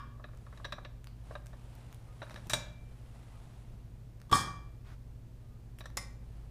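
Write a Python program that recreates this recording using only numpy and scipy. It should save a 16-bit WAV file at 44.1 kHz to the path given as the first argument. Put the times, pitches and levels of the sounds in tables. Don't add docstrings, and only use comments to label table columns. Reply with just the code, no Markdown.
import sys
import numpy as np
from scipy import signal
from scipy.fft import rfft, irfft, next_fast_len
from scipy.io import wavfile
from scipy.ndimage import uniform_filter1d

SR = 44100
rng = np.random.default_rng(int(sys.argv[2]) if len(sys.argv) > 2 else 0)


def wrap_up_sound(samples):
    columns = np.atleast_2d(samples).T
    tamed = np.clip(columns, -1, 1)
    steps = np.round(tamed * 32767).astype(np.int16)
    wavfile.write(sys.argv[1], SR, steps)


N = 286650
PAD = 4096
t = np.arange(N) / SR

# (frequency [Hz], level [dB], t60 [s])
ANVIL_MODES = [(1233, -6, 0.38), (1610, -14, 0.45), (1680, -15, 0.57), (2353, -12, 0.67), (3203, -13, 0.45),
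               (3666, -12, 0.42), (3854, -22, 0.44), (4226, -23, 0.45), (4344, -16, 0.32),
               (4872, -13, 0.49), (5087, -18, 0.31), (5195, -26, 0.65), (5351, 0, 0.19), (5475, -17, 0.34),
               (5970, -35, 0.58), (6584, -18, 0.45), (7058, -17, 0.32), (7827, -15, 0.29),
               (8021, -28, 0.55), (8263, -17, 0.3), (8769, -21, 0.35), (9076, -23, 0.38), (9119, -24, 0.34),
               (9792, -21, 0.21), (9975, -14, 0.17), (10380, -20, 0.21), (10900, -21, 0.18),
               (12070, -16, 0.11), (13950, -28, 0.17), (14900, -27, 0.21), (1095, -14, .4), (1440, -16, .6),
               (1838, -12, .5), (3355, -14, .45)]
# (frequency [Hz], level [dB], t60 [s])
TUBE_MODES = [(594, -1, 0.025), (1143, 2, 0.01), (1716, 3, 0.01), (2540, 0, 0.0046), (3838, 3, 0.015),
              (5830, -1.5, 0.0066)]


def undb(db):
    return 10 ** (np.asarray(db) / 20)


def decay(age, t60):
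    return np.exp(-np.log(1000) * age / t60)


def colour(x, points):
    hz, db = np.transpose(points)
    size = next_fast_len(len(x))
    f = np.maximum(np.arange(size // 2 + 1) * SR / size, 1)
    gain = undb(np.interp(np.log(f), np.log(hz), db))
    return irfft(rfft(x, size) * gain, size)[:len(x)]


def level(x, db):
    return x * undb(db) / np.sqrt(np.mean(x ** 2))


def walk(rate):
    k = int(SR / rate)
    steps = np.repeat(rng.standard_normal(N // k + 1), k)
    smooth = uniform_filter1d(uniform_filter1d(steps, k), k)
    return level(smooth[:N], 0)


def add(track, s, sound):
    i = PAD + int(s * SR)
    sound = sound[:len(track) - i]
    track[i:i + len(sound)] += sound


def rings(modes, split_hz=0.):
    hz, db, t60 = np.array(modes).T[:, :, None]
    s = t[:SR * 3 // 4]
    twin_hz = hz + split_hz * (hz / 4000) ** 2 * rng.standard_normal(hz.shape)
    pair = np.sin(2 * np.pi * hz * s) + .4 * np.sin(2 * np.pi * twin_hz * s)
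    fade = np.minimum((s[-1] - s) / .1, 1)
    return undb(db) * pair * decay(s, np.maximum(t60, .003)) * fade


def workshop():
    # (frequency [Hz], level [dB rms], waver [dB])
    hum_lines = [(28.5, -65.5, -1.5), (53.2, -51.5, 2), (107.3, -59, 0), (119.46, -54, -0.5),
                 (154.8, -72, 4), (237.7, -71.5, 2)]
    # (frequency [Hz], relative density [dB per Hz])
    floor_spectrum = [(12, -5.5), (30, 0), (60, -3.5), (100, -4.5), (160, -10.5), (300, -19), (600, -25.5),
                      (1200, -34.5), (2500, -40), (6000, -45), (15000, -49.5)]
    floor_db = -53
    lines = 0
    for hz, db, waver_db in hum_lines:
        gain = np.sqrt(2) * undb(db + waver_db * walk(2.5))
        cycles = hz * t + rng.random() + .015 * walk(2.5)
        lines = lines + gain * np.sin(2 * np.pi * cycles)
    return lines + level(colour(rng.standard_normal(N), floor_spectrum), floor_db)


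def blows(table, metal_modes, body_modes, crack_db):
    lead = 128
    out = np.zeros((2, N + PAD))
    metal, body = rings(metal_modes, split_hz=20.2), rings(body_modes)[:, :2048]
    age = t[:metal.shape[1]]
    for s, db, bass_db, edge_db, treble_db, t60, ring_db, frame_db in table:
        steel, hollow = (undb(1.5 * rng.standard_normal(len(m))) * (-1) ** np.arange(len(m)) @ m
                         for m in (metal, body))
        contact = np.minimum(age / 0.00044, 1) * decay(age, np.clip(t60, .01, .2))
        push, crack = rng.standard_normal((2, len(age))) * contact
        clatter = signal.fftconvolve(push, hollow)[:len(age)] + undb(crack_db) * crack
        clatter /= np.sqrt(np.sum(hollow ** 2) + undb(2 * crack_db))
        tilt = [(80, bass_db - 33), (300, bass_db + 5), (450, bass_db + 2), (800, bass_db + 3),
                (1500, 0.013), (3700, edge_db), (8000, treble_db), (15000, treble_db - 10.5)]
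        ring = undb(ring_db) * steel * np.minimum(age / 0.0027, 1)
        for track, sound in zip(out, (clatter + ring, undb(frame_db) * clatter)):
            add(track, s - lead / SR, undb(db) * colour(np.pad(sound, lead), tilt))
    return out


def slams():
    # (time [s], level [dB], bass [dB], edge near 4 kHz [dB], treble near 8 kHz [dB],
    #  clatter t60 [s], ring [dB], frame [dB])
    slam_table = [(-.03, -40.5, -8, -5, -19, 0.09, -9, 0), (4.2955, -52, -2, 0, 0, 0.058, -30, -10),
                  (4.3137, -28, -1.5, -3, -1, 0.07, -27, 1), (4.3258, -17, 1, 0, -4, 0.042, -12.5, -7.5)]
    # (frequency [Hz], level [dB], t60 [s])
    ram_modes = [(1159, 5, 0.027), (1740, -6, 0.011), (3260, 1, .005)]
    return blows(slam_table, ANVIL_MODES, ram_modes, crack_db=19)


def room(x):
    # (frequency [Hz], t60 [s])
    tail_decay = [(150, 0.68), (500, 0.63), (2000, 0.48), (6000, 0.4), (12000, 0.27)]
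    gap_s = 0.002
    hz, t60 = np.transpose(tail_decay)
    age, tail = t[:SR * 3 // 4], 0
    for centre in 125 * 2. ** np.arange(8):
        octave = [(centre / 2, -40), (centre / 1.9, -3), (centre, 0), (centre * 1.7, -3), (centre * 2, -40)]
        band = colour(rng.standard_normal(len(age)), octave)
        tail = tail + band * decay(age, np.interp(np.log(centre), np.log(hz), t60))
    tail = tail * np.clip(age / gap_s - 1, 0, 1)
    return signal.fftconvolve(x, tail / np.sqrt(np.sum(tail ** 2)))[:len(x)]


def sleeves():
    # (loudest time [s], level [dB], rise over 12 dB [s], fall over 12 dB [s])
    moves = [(.62, -66, .35, .1), (1.31, -64.5, .12, .1), (1.8, -64, .4, .35), (2.35, -61, .25, .3),
             (3.32, -64.5, .6, .55), (6.38, -70, .2, .2)]
    # (frequency [Hz], relative density [dB per Hz])
    cloth_spectrum = [(200, -9), (700, 5), (1500, -4), (3000, -7.5), (6000, -15.5), (10000, -14),
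                      (15000, -35)]
    gain = 0
    for s, db, rise, fall in moves:
        distance = (t - s) / np.where(t < s, rise, fall)
        gain = gain + undb(db - 12 * distance ** 2)
    grains = rng.standard_normal(N) * undb(1.38 * walk(300) + 0.6 * walk(25))
    return gain * level(colour(grains, cloth_spectrum), 0)


def knocks():
    # (time [s], level [dB], edge near 4 kHz [dB], treble near 8 kHz [dB])
    knock_table = [(.195, -48, -28, -32), (.2398, -39, -6.5, -30), (.2843, -52, -20, -24),
                   (.332, -52.5, -22, -20), (.4645, -48, -20, -22), (.5254, -48.5, -17, -22),
                   (.573, -50, -6, -3), (.598, -47, -22, -26), (.644, -39.5, -1, -14),
                   (.6485, -30, -3, -12), (.7225, -29, -3, -11), (.7815, -40.5, -22, -26),
                   (.8484, -37, -3, -20), (1.3075, -40.5, -23, -30), (1.3521, -34.5, -10, -29),
                   (1.53, -46, -16, -20), (2.2179, -36.5, -8, -20), (2.227, -37, -7, -18),
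                   (2.266, -48, -14, -19), (2.3067, -43, -6, -8), (2.359, -41, -5, -7),
                   (2.373, -45, -10, -8), (5.8062, -40, -1.5, -12), (5.839, -49, -7, -10),
                   (5.8562, -39.5, -4, 0)]
    # (frequency [Hz], level [dB], t60 [s])
    holder_modes = [(598, -4, .12), (1690, -8, .12), (2169, -16, .15), (2353, -20, .6), (3365, -22, .4),
                    (3666, -8, .28), (3865, -4, .16), (5346, -13, .22), (5626, -12, .2), (5846, -10, .22),
                    (7488, -20, .22), (8700, -18, .15)]
    base_bass_db, bass_per_dull_db = -3, .15
    base_t60_s, t60_s_per_dull_db = .042, .0008
    ring_db, frame_db = -19, -14
    contacts = []
    for s, db, edge_db, treble_db in knock_table:
        dull_db = -edge_db
        bass_db = base_bass_db + bass_per_dull_db * dull_db
        t60 = base_t60_s + t60_s_per_dull_db * dull_db
        contacts.append((s, db, bass_db, edge_db, treble_db, t60, ring_db, frame_db))
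    return blows(contacts, holder_modes, TUBE_MODES, crack_db=15.5)


def ticks():
    # (time [s], level [dB], treble at 9 kHz [dB])
    tick_table = [(.349, -49, -9), (.374, -45, -7), (1.0435, -37, -10), (1.0715, -31.5, -12),
                  (1.1677, -45, -22), (1.4604, -45, -1), (1.4684, -35, -6), (1.753, -51, 4),
                  (1.9276, -41.5, -4), (1.9455, -48.5, 6), (2.2973, -33, -14.5), (2.318, -42, -9),
                  (2.3435, -32, -17.5), (2.4707, -43, 0), (4.2021, -45, -11.5), (4.2163, -34.5, -14),
                  (5.7874, -38, -8), (5.9024, -36, -20)]
    out = np.zeros(N + PAD)
    for s, db, treble_db in tick_table:
        click = np.pad(rng.standard_normal(512) * np.exp(-t[:512] / 0.0006), (64, 0))
        tilt = [(300, -20), (1200, 1), (2500, -2), (9000, treble_db), (15000, treble_db - 3.5)]
        add(out, s - 64 / SR, undb(db) * colour(click, tilt))
    return out


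def thuds():
    # (frequency [Hz], level [dB], t60 [s])
    bench_modes = [(90.6, -1, 0.31), (128.7, 4, 0.29), (165.6, 4.5, 0.32), (196, -1, .38), (120, 14, .03),
                   (300, 9, .025), (244.7, -2, 0.42), (344, -11, 0.35)]
    # (time [s], peak level [dB])
    thud_table = [(0.723, -43.5), (2.344, -38), (2.468, -38), (2.533, -32), (4.306, -46), (4.323, -19.5),
                  (5.969, -38.5)]
    flutter_share, flutter_hz = .45, 40
    out, low = np.zeros(N + PAD), rings(bench_modes)
    for s, db in thud_table:
        flutter = walk(flutter_hz)[:low.size].reshape(low.shape)
        strengths = undb(2.0 * rng.standard_normal(len(low)))
        thud = strengths @ (low * (1 - flutter_share + flutter_share * flutter))
        add(out, s, thud * undb(db) / np.abs(thud).max())
    return out


def whine():
    # (start [s], length [s], level [dB])
    whine_table = [(2.06, 0.11, -70), (3.32, 0.067, -71), (5.35, 0.28, -79)]
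    centre_hz = 1230
    gate = sum(undb(db) * np.sin(np.pi * np.clip((t - s) / length, 0, 1)) for s, length, db in whine_table)
    gain = np.sqrt(2) * gate * undb(2.7 * walk(30))
    pitch_hz = centre_hz * (1 + .004 * walk(25))
    return gain * np.sin(2 * np.pi * np.cumsum(pitch_hz) / SR)


def holder_clacks():
    # (time [s], level [dB], bass [dB], edge near 4 kHz [dB], treble near 8 kHz [dB],
    #  clatter t60 [s], ring [dB], frame [dB])
    clack_table = [(2.4967, -31, -8, 0, 3, .1, -16, -10), (2.5333, -21, -3, 0, 0, .05, -15, -10)]
    # (frequency [Hz], level [dB], t60 [s])
    plate_modes = [(560, -14, 0.4), (2353, -12, 0.72), (3365, -18, 0.5), (3860, -6, 0.26), (4872, -20, 0.4),
                   (5082, -19, 0.28), (5346, -18, 0.28), (5475, -21, 0.36), (5626, -3, 0.16),
                   (5739, -19, 0.29), (6320, -18, 0.25), (6751, -15, 0.3), (6993, -9, 0.24),
                   (7095, -20, 0.33), (7348, -30, 0.52), (7590, -18, 0.19), (8323, -14, 0.2),
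                   (8425, 0, 0.096), (9006, -11, 0.16), (9308, 0, 0.096), (9798, -21, 0.21),
                   (10030, -21, 0.23), (10520, -21, 0.16), (10930, -29, 0.27)]
    return blows(clack_table, plate_modes, TUBE_MODES, crack_db=22)


def rattle():
    # (start [s], level [dB], hold [s], t60 [s], treble t60 [s], anvil [dB], frame [dB])
    rattle_settings = (4.335, -35, 0.035, .28, .16, -36.5, -6)
    s, db, hold, t60, treble_t60, anvil_db, frame_db = rattle_settings
    age = t[:SR // 2]
    chatter = rng.standard_normal(len(age)) * undb(3.2 * walk(201)[:len(age)]) * np.minimum(age / .005, 1)
    fading = np.maximum(age - hold, 0)
    slow, quick = chatter * decay(fading, t60), chatter * decay(fading, treble_t60)
    sound = colour(slow, [(200, 7), (700, 0), (1150, 2.5), (1800, 3), (2100, -2.5), (2800, -12),
                          (3500, -2), (4400, -2.5), (5300, -1), (6300, -3), (9000, -30)])
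    sound += colour(quick, [(4500, -40), (6500, 1), (8500, 3), (10000, 1), (11500, -9), (15000, -13)])
    anvil = signal.fftconvolve(quick, rings(ANVIL_MODES).sum(axis=0))
    out = np.zeros((2, N + PAD))
    add(out[0], s, undb(db) * sound)
    add(out[0], s, undb(db + anvil_db) * anvil)
    add(out[1], s, undb(db + frame_db) * sound)
    return out


def air():
    # (start [s], rise [s], hold [s], fall [s], level [dB rms], centre [Hz], slope above it [dB/octave])
    vents = [(4.829, 0.047, 0.053, 0.039, -62, 1400, -8), (5.785, .002, .01, 0.028, -60.5, 8800, -2)]
    out = 0
    for s, rise, hold, fall, db, hz, slope_db in vents:
        gate = np.interp(t, s + np.cumsum([0, rise, hold, fall]), [0, 1, 1, 0])
        spectrum = [(hz / 8, -14), (hz / 2, -2), (hz, 0), (hz * 16, 4 * slope_db)]
        out = out + gate * level(colour(rng.standard_normal(N), spectrum), db)
    return out


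def ram_return():
    # (time [s], level [dB], bass [dB], edge near 4 kHz [dB], treble near 8 kHz [dB],
    #  clatter t60 [s], ring [dB], frame [dB])
    return_table = [(5.9704, -26, -1, 1, 1, 0.05, -17, -10.5)]
    # (frequency [Hz], level [dB], t60 [s])
    stop_modes = [(560, -15, 0.32), (1873, -13, 0.58), (2089, 0, 0.16), (2353, -20, 0.7), (3666, -18, 0.45),
                  (4404, -26, 0.62), (5082, -9, 0.37), (5216, -7, 0.19), (5346, -5, 0.22),
                  (5469, -15, 0.33), (5620, -10, 0.27), (6137, -18, 0.37), (7079, -17, 0.44),
                  (8021, -21, 0.32), (8263, -16, 0.31), (8893, -15, 0.2), (9119, -14, 0.25),
                  (10430, -5, 0.24), (10600, -13, 0.2), (11020, -19, 0.16)]
    # (frequency [Hz], level [dB], t60 [s])
    buffer_modes = [(1050, 0.77, .01), (2050, 3, .015), (5150, 0, .012), (7050, 1, .008), (9830, 1, 0.019)]
    return blows(return_table, stop_modes, buffer_modes, crack_db=21)


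def scene():
    direct, frame = slams() + knocks() + holder_clacks() + rattle() + ram_return()
    light_and_low = ticks() + thuds()
    room_db = -8
    rig = direct + light_and_low + room(frame + undb(room_db) * light_and_low)
    return (rig[PAD:] + workshop() + sleeves() + whine() + air())[None]


def record(dry):
    top_hz = 15100
    return signal.sosfilt(signal.ellip(8, .2, 70, top_hz, fs=SR, output="sos"), dry)


dry = scene()
out = record(dry)
wrap_up_sound(out)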